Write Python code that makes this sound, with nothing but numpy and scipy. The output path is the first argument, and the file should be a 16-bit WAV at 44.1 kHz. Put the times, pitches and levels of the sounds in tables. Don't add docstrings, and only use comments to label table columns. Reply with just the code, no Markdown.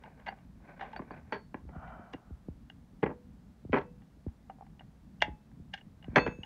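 import sys
import numpy as np
from scipy import signal
from scipy.fft import rfft, irfft, next_fast_len
from scipy.io import wavfile
from scipy.ndimage import map_coordinates

SR = 44100
rng = np.random.default_rng(int(sys.argv[2]) if len(sys.argv) > 2 else 0)


def master(y):
    cut = np.clip(np.atleast_2d(y).T, -1, 1)
    pcm = np.round(cut * 32767)
    wavfile.write(sys.argv[1], SR, pcm.astype(np.int16))


N = 284445
LENGTH = 8192


def amp(db):
    return 10 ** (np.asarray(db) / 20)


def unit(x):
    return x / np.sqrt(np.mean(x ** 2) + 1e-20)


def along(points, hz):
    f, value = np.transpose(points)
    return np.interp(np.log(hz + 1), np.log(f + 1), value)


def level(rows):
    s, db = np.transpose(rows)
    return amp(np.interp(np.arange(N) / SR, s, db, -120, -120))


def wobble(rate):
    knots = rng.standard_normal(int(N * rate / SR) + 4)
    return map_coordinates(knots, [np.arange(N) * rate / SR])


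def filtered(x, response):
    m = next_fast_len(x.shape[-1] + 8192)
    spectrum = rfft(x, m) * response(np.fft.rfftfreq(m, 1 / SR))
    return irfft(spectrum, m)[..., :x.shape[-1]]


def resonances(modes):
    top = 1.294 * modes[-1][0]

    def response(f):
        softness = 1 / (1 - (f / top) ** 2 + 1j * f / top) ** 2
        total = 0
        for k, (centre, width, db) in enumerate(modes):
            mode = 1j * f * width / (centre * centre - f * f + 1j * f * width)
            total = total + (-1) ** k * amp(db) * mode
        return softness * total
    return response


def add(track, s, sound):
    spot = track[round(s * SR):][:len(sound)]
    spot += sound[:len(spot)]


def contacts(table, groups, groups_db, first_db, treble_loss, spread_db):
    track, t = np.zeros(N), np.arange(LENGTH) / SR
    for s, level_db, hardness, rise, t60 in table:
        chatter = amp(3.5 * np.repeat(rng.standard_normal(LENGTH // 64), 64))
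        grit = chatter * rng.standard_normal(LENGTH) * np.minimum(t / rise, 1) ** 2
        grit[round(rise * SR)] = amp(first_db)
        for k, modes in enumerate(groups):
            fade = amp(-60 * (1 + k * treble_loss) * np.maximum(t - rise, 0) / t60)
            ring = filtered(grit * fade, resonances(modes))
            group_db = level_db + groups_db[k] - spread_db * (k - hardness) ** 2
            add(track, s, amp(group_db) * ring / np.abs(ring).max())
    return track


# [s, force decay in the lowest group]
TOOL_CONTACTS = [(0.036, -46.5, 1, .0013, .02), (0.076, -40, -1.04, .0016, 0.01),
                 (0.198, -56.5, 1.1, .0009, 0.02), (0.258, -33.5, 0.53, .0085, 0.096),
                 (0.26, -46.5, 1, .003, 0.04), (0.27, -27, 0.1, .018, 0.024),
                 (0.284, -44, 1, 0.0033, 0.035), (0.323, -39.5, -0.5, .0009, 0.027),
                 (0.339, -42, -2, .0009, 0.016), (0.386, -56, 0.6, .001, 0.019),
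                 (0.602, -37.5, -2, .0004, 0.02), (0.79, -41.5, 0.44, .0044, 0.48),
                 (0.807, -33, 0.4, .0028, 0.094), (0.925, -44, 0.6, .0068, 0.033),
                 (0.962, -34, .5, .0003, 0.0074), (1.865, -49, 0.33, 0.013, 0.096),
                 (2.123, -39, 1.3, .013, 0.0072), (2.141, -45, 0.5, .0022, 0.0079),
                 (2.699, -44.5, 1, .001, 0.018), (3.021, -34, 0.37, .0093, .01),
                 (3.721, -45.5, 1, .002, 0.014), (4.017, -59, 0.5, .0012, 0.042),
                 (4.281, -58, 0.2, .0007, .031), (4.497, -29.5, -1, .0007, 0.038),
                 (4.584, -34, -1.88, .0013, .033), (4.608, -23, -1.86, .0015, 0.0036),
                 (4.621, -22, -2.07, .0011, .018), (4.665, -54, -0.1, .0007, 0.016),
                 (4.793, -53, 0.9, .0009, 0.062), (4.806, -46, -0.1, .0018, 0.048),
                 (5.202, -55, 1.1, .0093, .03), (5.214, -29.5, 1.1, .0037, 0.051),
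                 (5.219, -26.5, 2, 0.0019, 0.017), (5.22, -13, 0.91, .002, .011),
                 (5.224, -18, 0.75, .001, .013), (5.514, -61, .5, .0011, .024),
                 (5.725, -41, 1.2, .017, .026), (5.738, -31, 1.3, .0004, 0.046),
                 (5.776, -48.5, 1.2, .0009, 0.08), (5.812, -54, 0.8, .0008, 0.013),
                 (6.026, -55.5, 1.1, .0006, 0.018), (6.043, -48.5, 0.8, .0006, .014),
                 (6.143, -40, 0.2, .014, 0.025), (6.434, -46, 1.1, .0004, 0.045)]
# centre_hz [Hz], width_hz [Hz], level_db [dB within the group]
TOOL_BODY_MODES = [(784, 100, 16), (953, 210, -16.5)]
TOOL_TICK_MODES = [(1574, 140, 7), (2065, 520, 1)]
TOOL_PING_MODES = [(2813, 53, -2), (3290, 420, -11)]
TOOL_EDGE_MODES = [(3850, 500, -14.5), (5120, 230, -0.5), (5130, 510, -3.5), (6500, 1800, -20.5),
                   (10150, 3300, -35)]


def tool_clicks():
    groups = [TOOL_BODY_MODES, TOOL_TICK_MODES, TOOL_PING_MODES, TOOL_EDGE_MODES]
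    return contacts(TOOL_CONTACTS, groups, groups_db=[0, -0.5, -1.5, 0],
                    first_db=18.5, treble_loss=.05, spread_db=5)


# [s, force decay in the lowest group]
CASE_BLOWS = [(0.993, -31.5, .6, 0.033), (1.018, -42, .8, .035), (1.107, -32.5, .7, 0.026),
              (1.323, -23.5, 1.34, 0.12), (1.543, -28.5, .8, 0.015), (1.689, -44.5, 0.77, 0.038),
              (2.136, -34.5, 0.81, 0.023), (2.485, -56, 0.3, 0.02), (3.029, -17, 0.51, 0.038),
              (3.036, -23, 1.1, 0.03), (3.061, -23, 0.69, 0.048), (3.075, -31, 0.45, 0.024),
              (3.091, -35.5, 0.55, 0.13), (3.111, -36, 0.7, 0.026), (3.729, -15.5, 0.85, 0.12),
              (3.741, -16, 1.02, 0.028), (3.755, -30, 1.4, .046), (3.763, -20.5, 0.75, 0.015),
              (3.77, -21, 1, 0.051), (3.783, -29.5, 1.3, 0.034), (3.812, -40, 1.33, 0.035),
              (5.285, -40.5, .3, 0.013), (6.158, -12, 1.87, 0.053), (6.163, -13, 1.07, 0.091),
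              (6.172, -14.5, 1.02, 0.032), (6.181, -14, 1.4, 0.028), (6.263, -21.5, 1.06, 0.037),
              (6.274, -28, 1.3, 0.024)]
# centre_hz [Hz], width_hz [Hz], level_db [dB within the group]
CASE_BOOM_MODES = [(99, 27, -7), (159, 100, -1.5), (230, 130, -0.5), (333, 75, -1)]
CASE_SHELL_MODES = [(366.7, 41, 6), (429, 86, 16.5), (680, 94, -5), (724, 37, -1), (1004, 310, 8.5)]
CASE_RATTLE_MODES = [(1304, 120, -8), (1667, 110, -9), (1916, 95, -9.5), (2300, 480, -17.5)]
CASE_EDGE_MODES = [(3000, 250, -15.5), (3300, 202, -3.5), (4300, 530, -18.5), (5150, 300, -24),
                   (5800, 500, -30.5)]
KNOCK_RISE_S = .0008


def case_knocks():
    blows = [(s, db, hardness, KNOCK_RISE_S, t60) for s, db, hardness, t60 in CASE_BLOWS]
    groups = [CASE_BOOM_MODES, CASE_SHELL_MODES, CASE_RATTLE_MODES, CASE_EDGE_MODES]
    return contacts(blows, groups, groups_db=[-0.5, 1, 1.0, -1.5],
                    first_db=18.0, treble_loss=0.074, spread_db=6)


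# start_s [s], level_db [dB]
LID_MODES, LID_HITS = [(490, 0, .48)], [(3.04, -41.5), (3.75, -41), (6.16, -32)]
HANDLE_MODES, HANDLE_HITS = [(846, 0, .29)], [(5.224, -35.5)]
COLLAR_MODES, COLLAR_HITS = [(4500, -2, 0.057), (4500, -18, .04), (11600, -34, .15)], [(0.283, -46), (0.966, -46.5), (1.113, -61)]
SOCKET_MODES, SOCKET_HITS = [(4540, 0, .21), (4425, -3.5, 0.36), (6300, -16, .11)], [(1.321, -54)]
LOOSE_MODES, LOOSE_HITS = [(6280, -0.5, 0.13), (6600, -20.5, 1.9), (8600, -16.5, .15), (11250, -25.5, .15)], [(6.159, -47)]
NEIGHBOUR_MODES, NEIGHBOUR_HITS = [(3530, -10.5, 0.29), (4370, -1, .21)], [(6.16, -44.5), (6.195, -40)]
PAWL_MODES, PAWL_HITS = [(2871, 5.5, 0.026), (2210, -15, 0.018)], [(2.699, -48.5), (4.499, -59.5), (4.795, -52), (5.206, -47),
                                       (5.736, -38), (5.776, -47.5), (5.81, -54.5), (6.026, -52),
                                       (6.043, -52), (6.433, -37)]
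GRIP_MODES, GRIP_HITS = [(879, 0, 0.08)], [(0.04, -44), (0.932, -37), (6.434, -51)]
EXTENSION_MODES, EXTENSION_HITS = [(2620, 0.00053, 0.5)], [(3.75, -64), (5.224, -63.5), (6.159, -35)]
COLLAR_GLIDE = 1.6


def ringing():
    track, t = np.zeros(N), np.arange(SR // 2) / SR
    parts = [(LID_MODES, LID_HITS, 0), (HANDLE_MODES, HANDLE_HITS, 0),
             (COLLAR_MODES, COLLAR_HITS, COLLAR_GLIDE), (SOCKET_MODES, SOCKET_HITS, 0),
             (LOOSE_MODES, LOOSE_HITS, 0), (NEIGHBOUR_MODES, NEIGHBOUR_HITS, 0),
             (PAWL_MODES, PAWL_HITS, 0), (GRIP_MODES, GRIP_HITS, 0),
             (EXTENSION_MODES, EXTENSION_HITS, 0)]
    onset = 1 - np.exp(-t / 0.00087)
    for modes, hits, glide in parts:
        for s, hit_db in hits:
            for hz, db, t60 in modes:
                cycles = hz * t * (1 + glide * t / 2) + rng.random()
                decay = amp(hit_db + db - 60 * t / t60)
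                add(track, s, decay * onset * np.sin(2 * np.pi * cycles))
    return track * amp(1.2 * wobble(40))


# [s, sway length]
TABLE_THUMPS = [(1.615, -50, -49, 400, 0.041), (1.652, -48, -43, 398, 0.062), (1.762, -41, -39, 355, 0.039),
                (1.995, -38.5, -71, 358, 0.033), (2.146, -29.5, -73, 480, .05),
                (2.307, -46, -38, 390, 0.05), (2.485, -27, -42, 340, 0.048), (3.041, -48, -44, 298, .06),
                (3.65, -37, -42, 450, 0.027), (3.695, -44, -34, 476, 0.035),
                (4.171, -50.5, -55, 348, 0.037), (4.265, -32, -32, 430, 0.034),
                (5.281, -34.5, -41, 443, 0.069), (5.598, -63, -43.5, 398, 0.033),
                (6.082, -36, -37, 420, 0.031), (6.131, -43, -51, 463, 0.065),
                (6.28, -25.5, -38.5, 450, 0.021), (6.387, -37.5, -42.5, 423, 0.032)]
SWAY_HZ = 62.3


def thumps():
    track, t = np.zeros(N), np.arange(LENGTH) / SR
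    tap = amp(-60 * t / 0.043) * np.minimum(t / 0.0015, 1) ** 2
    for s, tap_db, sway_db, drop_hz, length in TABLE_THUMPS:
        pitch_hz = SWAY_HZ + drop_hz * np.exp(-t / 0.00547)
        wave = np.sin(2 * np.pi * np.cumsum(pitch_hz) / SR)
        sway = np.sin(np.pi * np.minimum(t / length, 1)) ** 0.62
        add(track, s, (amp(tap_db) * tap + amp(sway_db) * sway) * wave)
    return track


def strokes(rows, swell, fade):
    t = np.arange(N) / SR
    power = 0
    for s, db in rows:
        below_peak_db = np.where(t < s, swell * (s - t), fade * (t - s))
        power = power + amp(db - below_peak_db) ** 2
    return np.sqrt(power)


def rub(modes, grain_db):
    force = rng.standard_normal(N) * amp(grain_db * wobble(170))
    return unit(filtered(force, resonances(modes)))


# peak_s [s], level_db [dB]
SCRAPE_STROKES = [(.06, -56.5), (.2, -60), (.31, -55.5), (.42, -70.5), (.7, -52.5), (.85, -48.5),
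                  (.97, -50), (1.14, -49.5), (1.32, -58.5), (6.08, -64), (6.14, -58.5), (6.28, -51),
                  (6.44, -62.5)]
# [dB, relative]
SCRAPED_PLASTIC = [(575, 540, 8), (1120, 560, 4.5), (1520, 114, 7), (2400, 490, -5), (2710, 170, -11)]
SCRAPE_SWELL_DB_PER_S, SCRAPE_FADE_DB_PER_S = 200, 196.5


def steel_scrape():
    gain = strokes(SCRAPE_STROKES, SCRAPE_SWELL_DB_PER_S, SCRAPE_FADE_DB_PER_S)
    return gain * rub(SCRAPED_PLASTIC, grain_db=3.0)


# peak_s [s], level_db [dB]
SLEEVE_STROKES = [(1.755, -53.5), (1.83, -50), (1.92, -51)]
# [dB, relative]
BRUSHED_PLASTIC = [(708, 135, 12), (1410, 205, 7), (2020, 57, -6), (2320, 56, -7.5), (2690, 50, -16.5),
                   (3040, 93, -15.5)]
SLIDE_SWELL_DB_PER_S, SLIDE_FADE_DB_PER_S = 300, 57


def sleeve_brush():
    gain = strokes(SLEEVE_STROKES, SLIDE_SWELL_DB_PER_S, SLIDE_FADE_DB_PER_S)
    return gain * rub(BRUSHED_PLASTIC, grain_db=1.5)


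# pitch_hz [Hz], t60_s [s]
ROOM_DECAY = [(150, 0.2), (1000, 0.2), (4000, 0.14), (12000, 0.13)]


def room(x):
    hz, t, z = signal.stft(rng.standard_normal(SR // 2), SR, nperseg=256)
    decay = amp(-60 * t / along(ROOM_DECAY, hz)[:, None])
    tail = signal.istft(z * decay, SR, nperseg=256)[1]
    delayed = np.pad(x, (200, 0))
    return signal.fftconvolve(delayed, tail / np.linalg.norm(tail))[:N]


# time_s [s], level_db [dB before the random wobble]
RUMBLE_LEVEL = [(0, -54.5), (0.8, -56), (1.0, -53), (1.42, -57), (1.8, -51), (2.23, -59.5), (2.55, -54.5),
                (2.85, -55.5), (3.6, -57.5), (3.84, -52), (4.24, -59.5), (4.65, -55.5), (4.94, -57),
                (5.23, -51), (5.43, -57.5), (6.05, -54), (6.23, -40.5), (6.45, -59)]
# [dB per Hz, relative]
RUMBLE_SPECTRUM = [(12, -53.5), (20, -20.5), (54, 1.5), (97, -7.5), (161, -2), (188, -2.5), (227, -3.5),
                   (293, -13), (330, -21), (430, -53.5), (730, -120)]
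# [dB per Hz, relative]
HISS_SPECTRUM = [(200, -18.5), (330, 3.5), (500, -0.5), (800, -3), (1200, -7.5), (1800, -11), (2500, -16),
                 (4000, -18), (8000, -23.5), (16000, -29.5)]
HISS_DB = -70.5


def background():
    white = rng.standard_normal((2, N))
    rumble = unit(filtered(white[0], lambda hz: amp(along(RUMBLE_SPECTRUM, hz))))
    hiss = unit(filtered(white[1], lambda hz: amp(along(HISS_SPECTRUM, hz))))
    lumps = amp(2.2 * wobble(14))
    return level(RUMBLE_LEVEL) * lumps * rumble + amp(HISS_DB) * hiss


def scene():
    clicks, knocks = tool_clicks(), case_knocks()
    tail = amp(-15.0) * room(clicks) + amp(-11.5) * room(knocks)
    hits = clicks + knocks + tail + thumps() + ringing()
    friction = steel_scrape() + sleeve_brush()
    return (hits + friction + background())[None]


TOP_HZ = 15750


def record(dry):
    return filtered(dry, lambda hz: hz < TOP_HZ)


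dry = scene()
out = record(dry)
master(out)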